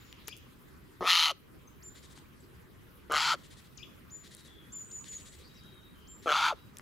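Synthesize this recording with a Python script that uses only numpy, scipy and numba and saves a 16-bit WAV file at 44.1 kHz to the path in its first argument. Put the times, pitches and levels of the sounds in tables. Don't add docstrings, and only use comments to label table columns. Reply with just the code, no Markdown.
import sys
import numpy as np
from scipy import signal
from scipy.io import wavfile
from scipy.ndimage import uniform_filter1d
from numba import njit

SR = 44100
rng = np.random.default_rng(int(sys.argv[2]) if len(sys.argv) > 2 else 0)


def persist_wave(psi):
    counts = np.round(np.clip(psi, -1, 1) * 32767).astype(np.int16)
    wavfile.write(sys.argv[1], SR, np.atleast_2d(counts).T)


def convert_level_to_amplitude(level_db):
    exponent = np.asarray(level_db, float) / 20
    return 10 ** exponent


N = 300321

# pitch_hz, level_db (per Hz)
TRAFFIC_SPECTRUM = [(12, -45), (20, -14.5), (69, -0.5), (97, -4.5), (129, -3), (201, -5), (286, -8),
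                    (315, -6.5), (393, -10), (743, -26.5), (900, -21), (1170, -51), (1980, -120)]
# pitch_hz, level_db (per Hz)
HISS_SPECTRUM = [(500, -33), (850, -6.5), (1180, -0.5), (1690, -5), (1820, -4.5), (2570, -7), (3120, -6.5),
                 (3990, -12), (8450, -22), (12100, -16.5), (16000, -18.5)]
# pitch_hz, likeness_0_to_1
AIR_LIKENESS = [(30, 0.35), (70, 0.63), (180, 0.25), (550, 0.19), (1650, 0.081), (4970, 0.35),
                (15000, 0.75)]
# pitch_hz, left_minus_right_db
AIR_LEAN = [(60, -2), (240, 0.5), (950, 0), (3770, 0.5), (15000, 0.5)]
AIR_DB, HISS_RE_TRAFFIC_DB = -56.5, -16
STIR_DB, SETTLE_S, CALM_DB, BREEZE_DB_PER_S = 7.5, 0.42, -3.6, 0.4

# start_s, end_s, from_hz, to_hz, level_db (rms)
FAR_THIN = [
    (0, 0.144, 7120, 7060, -70),
    (1.672, 1.688, 6440, 6150, -61.5),
    (2.402, 2.412, 7800, 7580, -64),
    (6.571, 6.664, 3890, 3830, -71),
]
FAR_FLUTING = [
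    (4.36, 4.487, 3880, 3810, -66.5),
    (4.474, 4.664, 3450, 3325, -63.5),
    (4.659, 4.81, 3500, 3360, -74),
    (5.479, 5.952, 3830, 3780, -66),
    (5.607, 5.86, 3240, 3180, -74),
    (5.94, 6.15, 3110, 3130, -69),
]
FAR_TWITTER = [
    (4.83, 5.447, 8250, 7800, -66),
    (5.405, 5.435, 3640, 3900, -64.5),
    (5.434, 5.491, 4340, 4880, -63),
    (5.54, 5.581, 5240, 6060, -69),
    (5.57, 5.608, 5020, 4770, -64),
]
FAR_BLURS = (45, 85, 300)

# start_s, peak_db, pitch_hz, left_minus_right_db
DULL_TICKS = [
    (0.127, -36, 2600, 5),
    (0.283, -31, 1970, 5),
    (0.285, -37, 960, 5),
    (0.289, -34, 2300, 2),
    (2.1765, -42.5, 1360, 2.5),
    (5.043, -37, 2830, 2.5),
    (6.77, -34, 3380, 4),
    (6.796, -38, 1290, 2),
]
BRIGHT_TICKS = [(0.281, -27.5, 11000, 4.4), (0.2876, -42, 9470, 4.2), (0.2944, -42, 6080, 1.5),
                (0.3666, -40.5, 8250, 4.0), (0.375, -41, 10000, 3.5), (0.384, -51, 11100, 1.5),
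                (1.313, -29.5, 5500, 2.5), (3.122, -26, 8800, 3.2), (4.349, -35.5, 8400, 2.5),
                (4.368, -43, 7050, 1.5), (5.636, -54, 6050, 1.5), (6.77, -40, 10900, 4),
                (6.785, -33, 7390, 3.7)]
# start_s, peak_db, pitch_hz, t60_s
LANDING_THUD = (.281, -44, 430, .05)
DULL_T60_S, BRIGHT_T60_S = 0.0039, 0.0053

# after_start_s, pitch_hz, level_db (rms)
CHIP_CONTOUR = [
    (0, 7900, -60),
    (.004, 6600, -51),
    (.009, 4200, -56),
    (.013, 3100, -61),
    (.021, 2330, -63),
    (.04, 2420, -63),
    (.055, 2600, -60),
    (.060, 3500, -48),
    (.074, 2100, -65),
]
# start_s, stretch_ratio, pitch_ratio, level_db
CHIP_CALLS = [
    (0.271, .96, .99, 4.5),
    (3.772, 1.01, 1.01, 1.5),
]
CHIP_HELD_FROM_S, CHIP_HELD_TO_S, CHIP_OVERTONE_DB = .012, .055, -4
# delay_s, level_db
TRUNK_ECHOES = [
    (.010, -11),
    (.019, -15),
]

# start_s, throat_level_db, beak_gape_0_to_1
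SCREECHES = [
    [(1.008, -44, 0.2), (1.054, -29, 0.32), (1.076, -19.5, 0.49), (1.102, -23, 0.89), (1.252, -28.5, 0.91),
     (1.31, -31.5, 0.62), (1.335, -53, .51)],
    [(3.098, -50, 0.2), (3.118, -29.5, 0.08), (3.164, -28.5, 0.49), (3.228, -36, 0.7), (3.308, -28.5, 0.42),
     (3.34, -30.5, 0.33), (3.365, -47, 0.06)],
    [(6.259, -44.5, 0.2), (6.279, -27, 0.09), (6.321, -24, .33), (6.405, -30.5, 0.47), (6.447, -25, 0.32),
     (6.489, -30.5, .46), (6.533, -42, 0.07), (6.548, -64, .1)],
]
# start_s, syrinx_beats_hz, roughness_0_to_1
VOICING = [
    [(1.008, 180, .25), (1.15, 174, .5), (1.25, 163, .7), (1.31, 161, .7), (1.335, 161, .5)],
    [(3.098, 153, .2), (3.18, 154, .45), (3.22, 160, .95), (3.335, 173, .95), (3.365, 173, .4)],
    [(6.259, 170, .1), (6.29, 153, .25), (6.33, 147, .4), (6.365, 150, .95), (6.5, 170, .95),
     (6.548, 173, .4)],
]
# shut_throat_hz, open_beak_hz, air_sac_db, top_db (re beak), chest_db (re throat)
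POSTURES = [
    (1180, 3020, -29.5, -14.5, -30.5),
    (1265, 3260, -34.5, -10.5, -31.5),
    (1276, 3510, -29.5, -13, -33.5),
]
SHUT_SHARES = (.6, .9, .9)
# pitch_hz, width_hz, level_db
BEAK_MODES = [
    [(1900, 450, -10), (3450, 600, -3), (4050, 550, -1)],
    [(2050, 500, -2), (3750, 600, -3), (4600, 600, -2)],
    [(2300, 600, -2), (3900, 600, -5), (4650, 500, -6)],
]
# pitch_hz, width_hz, level_db
TOP_MODES = [
    [(5440, 1200, -2), (6600, 1200, -1), (9790, 360, -3), (12740, 600, -9.5), (14300, 1200, -21.5)],
    [(5200, 530, 2.5), (7100, 860, 1.5), (10750, 660, -8), (14000, 720, -14), (12000, 800, -26)],
    [(5270, 700, -0.5), (6500, 640, 3), (9600, 890, -8.5), (11900, 900, -13.5), (14700, 900, -19)],
]
THROAT_HZ_PER_GAPE = 130
BEAK_SHUT_DB, BEAK_GAPE_DB = -14, 26.5
BEAK_WIDTH_HZ, BEAK_PEAK_DB = 346, 1.5
SAC_FILL_S, SAC_EMPTY_S, SAC_FADE_DB = .085, .035, -5
SAC_SLACK_HZ, SAC_FULL_HZ, SAC_WIDTH_HZ, SAC_SWELLING_WIDTH_HZ = 360, 900, 300, 500
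GROUND_S, GROUND_DB = .0004, -20

# start_s, length_s, pitch_hz, sag_hz_per_s, swoop_from_hz
WHISTLES = [
    (1.838, .06, 7200, 700, 3500),
    (4.114, .062, 7045, 0, 2520),
    (4.729, .109, 7225, 3200, 6000),
    (4.908, .018, 7100, 0, 6200),
    (4.928, .084, 7040, 2600, 3000),
    (5.088, .094, 7050, 3400, 6300),
    (6.085, .083, 7340, 400, 3500),
]
# peak_level_db (rms), peak_place_0_to_1
WHISTLE_SWELLS = [
    (-48, 0.9),
    (-48, 0.6),
    (-43, 0.3),
    (-46.5, 1),
    (-44, 0.4),
    (-44.5, 1),
    (-52, 1),
]
SWOOP_S, SWOOP_HZ_PER_S, SWOOP_DB_PER_KHZ = .005, 330000, -3.2
SWELL_DB, EBB_DB, END_S, END_DB, END_DROOP_HZ = -4.5, -5, .011, -9, 90

# start_s, level_db (rms)
CHURR_PHRASES = [
    [(1.945, -60.5), (2.021, -61.5), (2.094, -63.5), (2.151, -63)],
    [(3.377, -66.5), (3.428, -62.5), (3.5, -61), (3.563, -62.5), (3.636, -69.5)],
    [(4.232, -59), (4.304, -60), (4.373, -62), (4.441, -62.5)],
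    [(5.045, -57), (5.113, -57.5), (5.173, -60), (5.249, -59.5), (5.315, -61.5), (5.381, -65)],
    [(6.219, -61)],
]
# pitch_hz, width_hz, level_db
CHURR_LOW = [
    (1900, 400, -4),
    (3200, 710, -1),
    (3940, 1260, -1.5),
]
CHURR_HIGH = [
    (5270, 4400, -18.5),
    (7500, 1800, -0.5),
    (10000, 2000, -5.5),
]
SYLLABLE_S, OPENING_S, BRIGHT_DB, OPENING_BRIGHT_DB = 0.046, 0.054, -4.5, -7.5

RELEASE_DB_PER_S, CUTOFF_HZ = 35, 16600


def rms_one(x):
    return x / np.sqrt(np.mean(x ** 2) + 1e-20)


def at_hz(points, hz):
    points = np.array(points)
    return np.interp(np.log(hz), np.log(points[:, 0]), points[:, 1])


def span(rows):
    s, *columns = np.transpose(rows)
    first, last = round(s[0] * SR), round(s[-1] * SR)
    t = np.arange(first, last) / SR
    return first, [np.interp(t, s, column) for column in columns]


def add(out, at, x):
    out[at:at + len(x)] += x[:len(out) - at]


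def soft_ends(n, rise_s, fall_s):
    t = np.arange(n) / SR
    return np.clip(t / rise_s, 0, 1) * np.clip(t[::-1] / fall_s, 0, 1)


def drift(n, rate_hz):
    r = np.exp(-2 * np.pi * rate_hz / SR)
    slow = signal.lfilter([1], [1, -2 * r, r * r], rng.standard_normal(n + 4000))
    return rms_one(slow[4000:])


@njit
def resonate(x, turn, r):
    y = np.zeros(len(x))
    for i in range(2, len(x)):
        drive = (1 - r[i] ** 2) / 2 * (x[i] - x[i - 2])
        y[i] = drive + 2 * r[i] * np.cos(turn[i]) * y[i - 1] - r[i] ** 2 * y[i - 2]
    return y


def mode(x, hz, width_hz):
    steady = np.ones(len(x))
    return resonate(x, 2 * np.pi * hz / SR * steady, np.exp(-np.pi * width_hz / SR) * steady)


def modes(x, table, share=1):
    return sum((-1) ** k * convert_level_to_amplitude(db) * mode(x, hz * share, width) for k, (hz, width, db) in enumerate(table))


def evened(x, over_s=0.022):
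    n = int(over_s * SR)
    power = uniform_filter1d(uniform_filter1d(x ** 2, n), n)
    return x / np.sqrt(power + 1e-12)


def sides(x, lean_db):
    return x * convert_level_to_amplitude(np.array([[.5], [-.5]]) * lean_db)


def trees(x, t60, db):
    t = np.arange(SR // 2) / SR
    tail = rng.standard_normal((2, len(t))) * convert_level_to_amplitude(-60 * t / t60) * np.clip(t / 0.016, 0, 1)
    tail /= np.sqrt(np.sum(tail ** 2, axis=1, keepdims=True))
    return convert_level_to_amplitude(db) * signal.fftconvolve(x[None], tail, axes=1)[:, :N]


def air(patchy_db):
    out, bounds = 0, 20 * 2 ** np.arange(0, 9.8, 1 / 3)
    white = rng.standard_normal((2, 2, N + SR // 2))
    t = np.arange(N) / SR
    rustle_db = STIR_DB / (1 + (t / SETTLE_S) ** 4) + CALM_DB + BREEZE_DB_PER_S * t
    for k, (low, high) in enumerate(zip(bounds, bounds[1:])):
        band = signal.butter(2, [low, high], "band", fs=SR, output="sos")
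        mid, side = signal.sosfilt(band, white[k % 2])[:, -N:]
        hz = np.sqrt(low * high)
        alike = np.clip(at_hz(AIR_LIKENESS, hz), 0, .99)
        still_db = at_hz(TRAFFIC_SPECTRUM, hz) if hz < 850 else HISS_RE_TRAFFIC_DB + at_hz(HISS_SPECTRUM, hz)
        gain = convert_level_to_amplitude(still_db + patchy_db * drift(N, 11.9) + rustle_db * (2000 < hz < 6500))
        pair = np.sqrt(1 + alike) * mid + np.sqrt(1 - alike) * side * [[1], [-1]]
        out = out + gain * sides(pair, at_hz(AIR_LEAN, hz))
    return convert_level_to_amplitude(AIR_DB + 1.5) * rms_one(out)


def far_notes():
    out = np.zeros(N)
    for bird, blur_hz in zip((FAR_THIN, FAR_FLUTING, FAR_TWITTER), FAR_BLURS):
        for start, end, from_hz, to_hz, db in bird:
            n = round((end - start) * SR)
            turn = 2 * np.pi * np.cumsum(np.linspace(from_hz, to_hz, n)) / SR
            note = drift(n, blur_hz) * np.sin(turn) + drift(n, blur_hz) * np.cos(turn)
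            shape = soft_ends(n, 0.0022 + 0.027 * n / SR, 0.0016 + 0.16 * n / SR)
            add(out, round(start * SR), convert_level_to_amplitude(db) * note * shape)
    return out


def ticks():
    out, t = np.zeros((2, N)), np.arange(int(.012 * SR)) / SR
    rows = [row + (DULL_T60_S,) for row in DULL_TICKS] + [row + (BRIGHT_T60_S,) for row in BRIGHT_TICKS]
    cracks = rng.standard_normal((len(rows), len(t)))
    for crack, (s, db, hz, lean_db, t60) in zip(cracks, rows):
        crack = mode(mode(crack * convert_level_to_amplitude(-60 * t / t60), hz, 0.76 * hz), hz, 4.5 * hz)
        crack = convert_level_to_amplitude(db + 0.5) * crack / np.abs(crack).max()
        at = round(s * SR)
        out[:, at:at + len(t)] += sides(crack, lean_db)[:, :N - at]
    s, db, hz, t60 = LANDING_THUD
    after = np.clip(np.arange(N) / SR - s, 0, None)
    return out + convert_level_to_amplitude(db - 60 * after / t60) * np.sin(2 * np.pi * hz * after)


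def sing(hz, db, overtone_db):
    turn = 2 * np.pi * np.cumsum(hz) / SR
    tone = np.sin(turn) + convert_level_to_amplitude(overtone_db) * np.sin(2 * turn)
    return np.sqrt(2) * convert_level_to_amplitude(db) * tone * soft_ends(len(hz), 0.0026, 0.00049)


def chips():
    out = np.zeros(N)
    for s, stretch, share, db in CHIP_CALLS:
        _, (hz, level_db) = span(np.array(CHIP_CONTOUR) * [stretch, share, 1])
        t = np.arange(len(hz)) / SR / stretch
        held = (t > CHIP_HELD_FROM_S) & (t < CHIP_HELD_TO_S)
        overtone_db = np.where(held, CHIP_OVERTONE_DB, -35)
        add(out, round(s * SR), sing(hz, level_db + db + 2 * drift(len(hz), 210), overtone_db))
    return out + sum(convert_level_to_amplitude(db) * np.roll(out, round(s * SR)) for s, db in TRUNK_ECHOES)


def syrinx(per_s, rough):
    n = len(per_s)
    cycles = np.cumsum(per_s * (1 + .08 * rough * drift(n, 50))) / SR + .78
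    phase = cycles % 1
    strength = convert_level_to_amplitude(1.2 * rng.standard_normal(200))[(cycles + .25).astype(int)]
    snaps = np.diff((cycles + .2).astype(int), prepend=0) * 5.0 * (1 - rough)
    from_beat = (phase + .5) % 1 - .5
    gate = np.exp(-.5 * (from_beat / (.07 + .22 * rough)) ** 2) + 1.2 * rough ** 3
    habit = rng.standard_normal(256)[(phase * 256).astype(int)]
    slaps = (1 - rough) * .7 * habit + np.sqrt(rough) * rng.standard_normal(n)
    return strength * (snaps + gate * slaps), cycles


def jay():
    out = np.zeros(N)
    screeches = zip(SCREECHES, VOICING, POSTURES, SHUT_SHARES, BEAK_MODES, TOP_MODES)
    for rows, voicing, posture, shut, beak_modes, top_modes in screeches:
        throat_hz, open_hz, sac_db, top_db, chest_db = posture
        at, (db, gape) = span(rows)
        n = len(db)
        per_s, rough = span(voicing)[1]
        source, cycles = syrinx(per_s, rough)

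        full = soft_ends(n, SAC_FILL_S, SAC_EMPTY_S) ** 1.54
        sac_hz = SAC_SLACK_HZ + (SAC_FULL_HZ - SAC_SLACK_HZ) * full
        swelling = np.sin(np.pi * (.2 + .8 * soft_ends(n, 1.4 * SAC_FILL_S, 1e-4)))
        sac_width = SAC_WIDTH_HZ + SAC_SWELLING_WIDTH_HZ * swelling
        sac_db = sac_db + SAC_FADE_DB * (2 - soft_ends(n, 1e-4, SAC_EMPTY_S))
        sac = mode(mode(source, sac_hz, sac_width), sac_hz, 0.64 * sac_width)

        throat_hz = throat_hz + THROAT_HZ_PER_GAPE * gape
        throat = mode(mode(source, throat_hz, 220), throat_hz, 330)
        chest = np.sin(2 * np.pi * cycles) + 1.3 * np.sin(4 * np.pi * cycles)

        share = shut + (1 - shut) * soft_ends(n, 1.24 * SAC_FILL_S, 1e-4)
        beak_db = db + BEAK_SHUT_DB + BEAK_GAPE_DB * gape
        beak = modes(source, beak_modes[:1], share)
        beak -= convert_level_to_amplitude(BEAK_PEAK_DB) * mode(source, open_hz * share, BEAK_WIDTH_HZ)
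        opening_db = -7 * np.clip(1 - sac_hz / 850, 0, 1)
        beak += convert_level_to_amplitude(opening_db) * modes(source, beak_modes[1:], share) + 0.033 * source
        beak = signal.sosfilt(signal.butter(2, [1450, 5600], "band", fs=SR, output="sos"), beak)
        top = modes(source, top_modes, share ** 0.11)
        top = signal.sosfilt(signal.butter(2, 4500, "high", fs=SR, output="sos"), top)

        voice = convert_level_to_amplitude(db) * (evened(throat) + convert_level_to_amplitude(chest_db) * chest) - convert_level_to_amplitude(sac_db) * evened(sac)
        voice += convert_level_to_amplitude(beak_db) * (evened(beak) + convert_level_to_amplitude(top_db) * evened(top))
        add(out, at, voice * soft_ends(n, 0.00067, 0.021))
    return out


def whistles():
    out = np.zeros(N)
    for (s, length, hz, sag, from_hz), (db, share) in zip(WHISTLES, WHISTLE_SWELLS):
        swoop_s = SWOOP_S + (hz - from_hz) / SWOOP_HZ_PER_S
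        swoop_db = SWOOP_DB_PER_KHZ * (hz - from_hz) / 1000
        held_s = length - END_S
        peak_s = np.clip(share, .05, .95) * held_s
        start_db, ebb_db = db + SWELL_DB, db + EBB_DB * (1 - share)
        at, (hz, db) = span([
            (s - swoop_s, from_hz, start_db + swoop_db),
            (s - .35 * swoop_s, .15 * from_hz + .85 * hz, start_db + .5 * swoop_db),
            (s, hz, start_db),
            (s + peak_s, hz - sag * peak_s, db),
            (s + held_s, hz - sag * held_s, ebb_db),
            (s + length, hz - sag * length - END_DROOP_HZ, ebb_db + END_DB)])
        n = len(hz)
        add(out, at, sing(hz * (1 + .002 * drift(n, 80)), db + 1.5 * drift(n, 60), overtone_db=-30))
    return out


def churrs():
    throb_hz = 280 * (1 + 0.075 * drift(N, 28.4))
    throb = 1 + 0.11 * np.sin(2 * np.pi * np.cumsum(throb_hz) / SR)
    buzz = rng.standard_normal(N) * throb
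    low_gain, high_gain = np.zeros((2, N))
    for phrase in CHURR_PHRASES:
        for k, (s, db) in enumerate(phrase):
            length, bright_db = (SYLLABLE_S, BRIGHT_DB) if k else (OPENING_S, OPENING_BRIGHT_DB)
            shape = convert_level_to_amplitude(db) * soft_ends(round(length * SR), 0.0095, 0.0069)
            add(low_gain, round(s * SR), shape)
            add(high_gain, round(s * SR), shape * convert_level_to_amplitude(bright_db))
    low, high = modes(buzz, CHURR_LOW), modes(buzz, CHURR_HIGH)
    return (low_gain * low + high_gain * high) / np.std(low)


def scene():
    far, chip, voice, thin = far_notes() + churrs(), chips(), jay(), whistles()
    near = sides(voice, lean_db=2.5) + trees(voice, t60=.35, db=-29)
    near += convert_level_to_amplitude(GROUND_DB) * np.roll(voice, round(GROUND_S * SR)) * [[1], [-1]]
    small = sides(thin, lean_db=1.5) + trees(thin, t60=0.48, db=-6.5)
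    small += sides(chip, lean_db=10.5) + trees(chip, t60=0.53, db=-5.0)
    distant = sides(far, lean_db=5.5) + trees(far, t60=.4, db=-5.0)
    return air(patchy_db=2.5) + distant + ticks() + near + small


def top_cut(x):
    return signal.sosfilt(signal.butter(12, 16680, fs=SR, output="sos"), x)


def record(dry):
    level_db = 10 * np.log10(uniform_filter1d(np.mean(dry ** 2, axis=0), SR // 10) + 1e-12)
    fall_db = RELEASE_DB_PER_S * np.arange(N) / SR
    over_db = np.maximum.accumulate(np.clip(level_db + 27.5, 0, None) + fall_db) - fall_db
    low_pass = signal.cheby2(12, 60, CUTOFF_HZ, fs=SR, output="sos")
    return top_cut(signal.sosfilt(low_pass, dry * convert_level_to_amplitude(-.7 * over_db)))


dry = scene()
out = record(dry)
persist_wave(out)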